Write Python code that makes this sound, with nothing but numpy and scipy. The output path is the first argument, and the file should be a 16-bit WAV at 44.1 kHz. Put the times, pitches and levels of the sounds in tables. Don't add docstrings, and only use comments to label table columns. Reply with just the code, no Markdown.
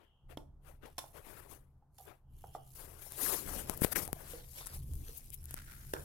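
import sys
import numpy as np
from scipy import signal
from scipy.fft import rfft, irfft
from scipy.io import wavfile
from scipy.ndimage import map_coordinates

SR = 44100
rng = np.random.default_rng(int(sys.argv[2]) if len(sys.argv) > 2 else 0)


def store_wav(level_fs):
    pcm = np.round(np.clip(np.atleast_2d(level_fs), -1, 1) * 32767)
    wavfile.write(sys.argv[1], SR, pcm.T.astype(np.int16))


N = 266354
TIME = np.arange(N) / SR
EDGE_HZ = 16100

# start in seconds, left peak in dB, ring in Hz, T60 in seconds.
KNOCKS = [(0.373, -31, 463, 0.0042), (0.375, -40.5, 3280, 0.0073), (0.3756, -51, 266, 0.028),
          (0.378, -54, 887, 0.081), (0.982, -37.5, 790, 0.01), (0.9831, -42, 1060, 0.031),
          (0.9889, -36, 880, 0.003), (1.041, -42.5, 780, 0.0077), (1.823, -64.5, 817, 0.034),
          (1.986, -54, 800, 0.046), (2.002, -51.5, 753, 0.064), (2.4409, -42, 757, 0.013),
          (2.5502, -49, 1190, 0.025), (2.5501, -34.5, 736, 0.025), (4.087, -43.5, 750, 0.029),
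          (4.163, -50.5, 657, 0.05), (4.334, -43, 486, 0.068), (5.09, -50, 450, 0.024),
          (5.9368, -29, 1580, 0.0073), (5.9365, -26, 547, 0.006), (5.9652, -36.5, 1410, 0.008)]
# centre in seconds, level in dB, half length in seconds.
CRACKS = [(0.3732, -48, 0.00094), (0.86, -57.5, 0.0022), (0.9831, -34.5, 0.0013), (0.9899, -39.5, 0.0017),
          (1.985, -52, 0.0017), (2.552, -60.5, 0.013), (4.584, -49.5, 0.0091), (5.937, -36.5, 0.0016)]
# frequency in Hz, relative level in dB, T60 in seconds.
SPLINTER_MODES = [(3580, 1, 0.032), (4320, -2, 0.017), (5800, 14, 0.0039), (7640, 14, 0.0018),
                  (10500, 29.5, 0.00063)]

# peak in seconds, rise in seconds, fall in seconds, drag level in dB, hiss level in dB.
STROKES = [(0.015, 0.038, 0.026, -61.5, -77), (0.311, 0.01, 0.014, -50, -59.5),
           (0.69, 0.029, 0.025, -56, -60), (0.85, 0.017, 0.021, -50, -63), (1.17, 0.019, 0.021, -51, -54),
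           (1.285, 0.034, 0.075, -51, -54), (1.39, 0.039, 0.036, -54, -55), (1.525, 0.022, 0.021, -52, -50),
           (2.09, 0.024, 0.022, -52.5, -63.5), (2.755, 0.003, 0.043, -62, -48),
           (2.82, 0.037, 0.14, -54, -52.5), (3.04, 0.035, 0.22, -60.5, -48.5),
           (3.255, 0.044, 0.045, -39.5, -29), (3.33, 0.031, 0.035, -41.5, -30.5),
           (3.52, 0.07, 0.045, -49.5, -48), (3.6, 0.098, 0.019, -45, -39), (3.7, 0.018, 0.053, -48, -45.5),
           (3.821, 0.004, 0.0049, -33, -37), (3.843, 0.0079, 0.0049, -32, -25.5),
           (3.87, 0.026, 0.03, -45, -44), (3.93, 0.0086, 0.0017, -41, -30), (3.96, 0.0033, 0.015, -37, -26),
           (3.99, 0.013, 0.028, -40, -35.5), (4.21, 0.065, 0.04, -55, -53),
           (4.33, 0.057, 0.036, -55.5, -46.5), (4.6, 0.11, 0.028, -70, -51),
           (4.755, 0.033, 0.015, -57, -50.5), (5.09, 0.22, 0.12, -80, -56.5),
           (5.165, 0.013, 0.02, -89, -50.5)]
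# centre in seconds, level in dB, half length in seconds, ring in Hz.
JUDDERS = [(1.175, -55, .012, 1090), (3.314, -43, .013, 1100), (3.773, -35.5, 0.0032, 13700),
           (3.821, -29, .006, 11500), (3.93, -36.5, .004, 1330), (3.963, -30, .005, 1900),
           (4.052, -38, .0013, 11300), (4.667, -48.5, .004, 1160), (4.668, -37.5, .005, 9500),
           (5.177, -43.5, .008, 12900), (5.336, -55, .01, 2880), (5.339, -42.5, .009, 12300)]
# start in seconds, tick level in dB, relative thud in dB.
TICKS = [(1.5131, -36, -54), (3.1217, -21.5, -43), (3.6973, -10, -20), (3.739, -25, -51),
         (3.7468, -32, -50), (3.8473, -10, -11), (4.078, -21.5, -32.5), (4.1302, -13.5, -21),
         (4.6702, -19, -47), (4.936, -28.5, -50), (4.955, -32, -55), (5.3038, -25.5, -84),
         (5.442, -31.5, -77), (5.4563, -24.5, -68), (5.5096, -23, -42), (5.5423, -16, -33.5)]
# start in seconds, end in seconds, creaks per second, highest level in dB.
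CREAKS = (4.45, 10, 37, -35)
# start in seconds, level in dB, ring in Hz, T60 in seconds.
THUMPS = [(3.8193, -7.5, 222, 0.0084), (3.8482, -30, 325, 0.016)]
# centre in seconds, level in dB, half length in seconds.
SCUFFS = [(3.547, -47.5, .11), (3.774, -56, 0.037), (3.995, -47.5, 0.054), (4.995, -59.5, 0.089)]

# peak in seconds, rise in seconds, fall in seconds, relative crunch in dB, hiss level in dB.
SHIFTS = [(0.87, 0.0098, 0.069, -74.5, -71.5), (1.04, 0.032, 0.16, -82, -66),
          (2.02, 0.038, 0.053, -90, -62.5), (2.45, 0.065, 0.14, -80, -66), (2.77, 0.082, 0.061, -96, -61),
          (3.13, 0.021, 0.041, -60, -61.5), (3.27, 0.071, 0.12, -76, -57), (3.64, 0.048, 0.095, -61, -58),
          (4.35, .07, 0.062, -58, -63), (4.59, 0.029, 0.086, -54, -53), (4.7, 0.02, .02, -72, -75),
          (4.75, 0.015, 0.017, -65, -50), (5.11, 0.062, 0.077, -64, -58),
          (5.51, 0.028, 0.033, -61.5, -56.5), (6.0, 0.088, 0.11, -64.5, -66)]
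# centre in seconds, level in dB, half length in seconds.
GRINDS = [(4.273, -63, 0.067), (4.707, -62, 0.025), (5.575, -51, .004), (5.596, -57, 0.0072),
          (5.684, -61.5, 0.13), (5.717, -58.5, 0.004), (5.736, -69, 0.003)]
# time in seconds, level in dB.
RUMBLE = [(0, -72), (0.19, -71.5), (0.27, -54.5), (1, -62), (1.55, -59.5), (1.9, -65), (2.24, -64),
          (2.32, -54.5), (3.3, -59.5), (3.52, -49.5), (4.68, -56), (4.74, -47), (4.94, -41), (5.2, -58),
          (5.27, -51), (6.03, -51.5)]
# centre in seconds, half length in seconds, level in dB.
WHISPS = [(0.06, 0.13, -78.5), (2.534, 0.12, -75.5)]

# frequency in Hz, relative level in dB per Hz.
DRAG_SPECTRUM = [(80, -2.5), (220, -10), (400, 0.5), (750, -4.5), (1400, -9), (3100, -17.5), (7000, -33.5),
                 (16000, -48.5)]
# frequency in Hz, relative level in dB per Hz.
PORT_HISS_SPECTRUM = [(1500, -20.5), (4700, -10), (8100, -5.5), (10700, 1), (13000, 0.5), (16000, -9.5)]
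# frequency in Hz, relative level in dB per Hz.
CRUNCH_SPECTRUM = [(150, -6.5), (450, 5.5), (1500, 1), (2800, 0), (6000, -5), (16000, -67.5)]
# frequency in Hz, relative level in dB per Hz.
SNOW_SPECTRUM = [(700, -11), (1150, -8.5), (1400, 4), (1750, -0.5), (2200, -5), (3200, -10.5),
                 (8000, -13.5)]
# frequency in Hz, relative level in dB per Hz.
SCUFF_SPECTRUM = [(70, -25), (180, 5), (330, -0.5), (1200, -38)]
# frequency in Hz, relative level in dB per Hz.
BUFFET_SPECTRUM = [(8, -17.5), (28, 3.5), (50, -7.5), (78, 1), (105, -14), (132, -1.5), (175, -19),
                   (400, -30.5), (1500, -84.5)]
# frequency in Hz, relative level in dB per Hz.
YARD_SPECTRUM = [(100, 32.5), (300, 15), (850, 21.5), (1400, 10.5), (2500, -13.5), (16000, -39.5)]


def knocks(undertone_db=-13, overtone_db=-17, chatter_gain=0.085, right_db=2):
    left, t = np.zeros(N), np.arange(SR // 8) / SR
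    for s, peak_db, hz, t60_s in KNOCKS:
        note = ring(t, hz, t60_s)
        note += amp(overtone_db) * ring(t, 1.583 * hz, t60_s)
        note += amp(undertone_db) * ring(t, 0.66 * hz, t60_s)
        chatter = evened(bandpass(rng.standard_normal(len(t)), 0.5 * hz, hz))
        note += chatter_gain * chatter * np.exp(-2 * t / t60_s)
        note *= 1 - np.exp(-t * hz)
        add(left, s, amp(peak_db) * note / abs(note).max())
    return left * amp([[0], [right_db]])


def cracks(left_db=-2, raw_gain=0.02, crumble_db=-15, crumble_s=0.035, fractures_per_s=9000):
    force = np.zeros(N)
    for s, db, half_s in CRACKS:
        crumble = (TIME > s) * np.exp(-abs(TIME - s) / crumble_s)
        force += amp(db) * (swell(s, half_s) + amp(crumble_db) * crumble)
    t = np.arange(SR // 40) / SR
    body = sum(amp(db) * ring(t, hz, t60_s) for hz, db, t60_s in SPLINTER_MODES)
    body = body / np.linalg.norm(body) + raw_gain * (t == 0)
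    ports = [signal.oaconvolve(force * grains(fractures_per_s, 1.2), body)[:N] for _ in range(2)]
    return np.array(ports) * amp([[left_db], [0]])


def yard_tail(x, t60_s=0.35, wet_db=-17.02, dull_hz=1400, bright_db=-2, bright_t60_s=0.028):
    t = np.arange(SR // 2) / SR
    echoes = rng.standard_normal((2, len(t))) * (rng.random((2, len(t))) < 0.06)
    echoes *= t > 0.006
    dull = signal.lfilter(*signal.butter(2, dull_hz, fs=SR), echoes * amp(-60 * t / t60_s))
    tail = dull + amp(bright_db) * echoes * amp(-60 * t / bright_t60_s)
    tail /= np.linalg.norm(tail, axis=1, keepdims=True)
    return x + amp(wet_db) * signal.fftconvolve(x, tail, axes=1)[:, :N]


def rubbing(drag_gain_db=1, press_db=-3, press_hz=320, rasp_db=-9, rasp_hz=1700, leak_db=-35,
            grip_s=5.72, grip_fade_s=0.086, grip_db=-56.5, clump_hz=90, clump_db=3):
    drag, hiss = strokes(STROKES, release=1.19)
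    grip = amp(grip_db) * onward(grip_s, grip_fade_s) * flutter(4.8, 1.0)
    hiss = np.hypot(hiss, grip)
    hardness = drag / drag.max()
    pumped = evened(bandpass(rng.standard_normal(N), press_hz / 2, press_hz))
    press = amp(press_db) * drag * hardness * pumped
    coarse = evened(bandpass(grains(2500, 2.1), rasp_hz / np.sqrt(2), rasp_hz * np.sqrt(2), order=1))
    rasp = amp(rasp_db) * drag * np.sqrt(hardness) * coarse
    clumps = flutter(clump_hz, clump_db) ** np.sqrt(hardness)
    dull = drag * patchy(colour(grains(6000, 2.1), DRAG_SPECTRUM))
    bright = hiss * patchy(colour(grains(14000, 3.3), PORT_HISS_SPECTRUM))
    rub = (amp(drag_gain_db) * dull + rasp) * clumps + bright + press
    return at_left_port(rub * flutter(33, 1.16), leak_db)


def judders(slips_per_s=520, slip_decay_s=0.00095, spread_db=3, leak_db=-30):
    left = np.zeros(N)
    for s, db, half_s, hz in JUDDERS:
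        t = np.arange(-3 * half_s, 3 * half_s, 1 / SR)
        rate = slips_per_s * rng.exponential(1, len(t)).repeat(32)[:len(t)]
        slip_count = np.cumsum(rate) / SR // 1
        slips = amp(spread_db * rng.standard_normal(len(t))) * (np.diff(slip_count, prepend=-1) > 0)
        decay = np.exp(-1 / (slip_decay_s * SR))
        scratch = signal.lfilter([1], [1, -decay], slips) * rng.standard_normal(len(t))
        rung = evened(bandpass(scratch, hz / 1.33, min(hz * 1.33, EDGE_HZ)))
        add(left, s + t[0], amp(db) * np.exp(-0.5 * (t / half_s) ** 2) * rung)
    return at_left_port(left, leak_db)


def ticks(port_hz=10800, port_t60_s=0.0007, thud_s=0.0011, soft_s=0.0001, thud_gain_db=6,
          leak_db=-30, fray_db=-29, fray_s=0.0012):
    left, t = np.zeros(N), np.arange(SR // 50) / SR
    thud = (1 - t / thud_s) * np.exp(-t / thud_s) * (1 - np.exp(-t / soft_s))

    def snap(hz):
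        edge = np.diff(ring(t, hz, port_t60_s), prepend=0)
        return edge / abs(edge).max()

    detunes = rng.uniform(0.88, 1.05, len(TICKS))
    for (s, tick_db, thud_db), detune in zip(TICKS, detunes):
        tick = amp(tick_db) * snap(port_hz * detune)
        add(left, s, tick - amp(thud_db + thud_gain_db) * thud)
    near_ticks = sum(amp(db) * np.exp(-abs(TIME - s) / fray_s) for s, db, _ in TICKS)
    fray = amp(fray_db) * near_ticks * grains(5000, 2.4)
    start_s, end_s, per_s, creak_db = CREAKS
    creaks = amp(creak_db - 10 * rng.random(N)) * (rng.random(N) < per_s / SR)
    creaks *= (TIME > start_s) & (TIME < end_s)
    left += signal.oaconvolve(fray + creaks, snap(port_hz))[:N]
    return at_left_port(left, leak_db)


def handling(leak_db=-28):
    scuffing = sum(amp(db) * swell(s, half_s) for s, db, half_s in SCUFFS)
    left = scuffing * colour(grains(900, 0.96), SCUFF_SPECTRUM)
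    for s, db, hz, t60_s in THUMPS:
        add(left, s, amp(db) * ring(TIME[:SR // 20], hz, t60_s))
    return at_left_port(left, leak_db)


def rustle(crunch_gain_db=-2, turn_s=3.1, turn_fade_s=0.052, turn_crunch_db=-85.5, turn_hiss_db=-72,
           turn_db_per_s=3):
    crunch, hiss = strokes(SHIFTS, release=1.52)
    turn = onward(turn_s, turn_fade_s) * amp(turn_db_per_s * (TIME - turn_s)) * flutter(0.69, 0.82)
    crunch = amp(crunch_gain_db) * np.hypot(crunch, amp(turn_crunch_db) * turn)
    hiss = np.hypot(hiss, amp(turn_hiss_db) * turn)
    shared = grains(2000, 1.2)

    def grit(spectrum):
        grainy = colour(shared + grains(3000, 10.0), spectrum)
        return patchy(grainy, depth_db=4.5, wide_hz=700, long_s=0.04)

    ports = [crunch * grit(CRUNCH_SPECTRUM) + hiss * grit(PORT_HISS_SPECTRUM) for _ in range(2)]
    return np.array(ports) * flutter(110, 2)


def snow():
    grind = sum(amp(db) * swell(s, half_s) for s, db, half_s in GRINDS)
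    ports = np.array([colour(grains(4000, 1.0), SNOW_SPECTRUM) for _ in range(2)])
    return grind * ports * flutter(130, 4.4)


def turning(x):
    lag_s = np.interp(TIME, [3, 5.5], [0, 0.0004])
    right = map_coordinates(x[1], [(TIME - lag_s) * SR], order=3)
    return np.array([x[0], right])


def air(apart=0.21, yard_db=-77, floor_db=-95):
    def pair():
        return rng.standard_normal(N) + apart * rng.standard_normal((2, N))

    strength = amp(np.interp(TIME, *np.transpose(RUMBLE)))
    buffet = strength * flutter(37.0, 0.17) * colour(pair(), BUFFET_SPECTRUM)
    quiet_yard = amp(yard_db) * colour(pair(), YARD_SPECTRUM)
    return buffet + quiet_yard + amp(floor_db) * rng.standard_normal((2, N))


def whisps(low_hz=2800, high_hz=3300):
    band = evened(bandpass(rng.standard_normal((2, N)), low_hz, high_hz, order=3))
    return sum(amp(db) * swell(s, half_s) for s, half_s, db in WHISPS) * band


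def amp(db):
    return 10 ** (np.asarray(db) / 20)


def evened(x):
    return x / np.sqrt(np.mean(x ** 2) + 1e-20)


def bandpass(x, low_hz, high_hz, order=2):
    return signal.lfilter(*signal.butter(order, [low_hz, high_hz], "band", fs=SR), x)


def colour(x, points):
    hz, db = np.transpose(points)
    bins_hz = np.fft.rfftfreq(N, 1 / SR)
    shape = amp(np.interp(np.log(bins_hz + 1), np.log(hz), db))
    return evened(irfft(rfft(x) * shape, N))


def add(mix, s, sound):
    part = mix[..., max(round(s * SR), 0):][..., :sound.shape[-1]]
    part += sound[..., :part.shape[-1]]


def at_left_port(x, leak_db):
    return x * amp([[0], [leak_db]])


def flutter(hz, depth_db):
    return amp(depth_db * colour(rng.standard_normal(N), [(hz, 0), (2 * hz, -40)]))


def grains(per_s, spread_db):
    size = amp(spread_db * np.minimum(rng.exponential(1, N), 4))
    return evened(size * rng.choice([-1, 1], N) * (rng.random(N) < per_s / SR))


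def ring(t, hz, t60_s):
    return np.sin(2 * np.pi * hz * t) * np.exp(-np.log(1000) * t / t60_s)


def swell(s, half_s):
    return np.exp(-0.5 * ((TIME - s) / half_s) ** 2)


def onward(s, fade_s):
    return np.where(TIME < s, swell(s, fade_s), 1)


def stroke(s, rise_s, fall_s, release):
    falling = np.exp(-0.5 * abs((TIME - s) / fall_s) ** release)
    return np.where(TIME < s, swell(s, rise_s), falling)


def strokes(rows, release):
    power = np.array([stroke(s, rise_s, fall_s, release) ** 2 for s, rise_s, fall_s, *_ in rows])
    weights = np.array([amp(levels_db) ** 2 for _, _, _, *levels_db in rows])
    return np.sqrt(weights.T @ power)


def patchy(x, depth_db=2.8, wide_hz=600, long_s=0.035, frame=512):
    z = signal.stft(x, nperseg=frame)[2]
    across = np.fft.fftfreq(len(z), SR / frame)[:, None]
    along = np.fft.fftfreq(z.shape[1], frame / 2 / SR)
    blur = np.exp(-(across * wide_hz) ** 2 - (along * long_s) ** 2)
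    patches = evened(np.fft.ifft2(np.fft.fft2(rng.standard_normal(z.shape)) * blur).real)
    return evened(signal.istft(z * amp(depth_db * patches), nperseg=frame)[1][:N])


def scene():
    bone = yard_tail(knocks() + cracks())
    around = turning(bone + rustle() + snow())
    fingers = rubbing() + judders() + ticks() + handling()
    return around + fingers + air() + whisps()


def record(dry):
    lowpass = signal.firwin(511, EDGE_HZ, window=("kaiser", 9), fs=SR)
    return signal.oaconvolve(dry, lowpass[None], "same")


dry = scene()
out = record(dry)
store_wav(out)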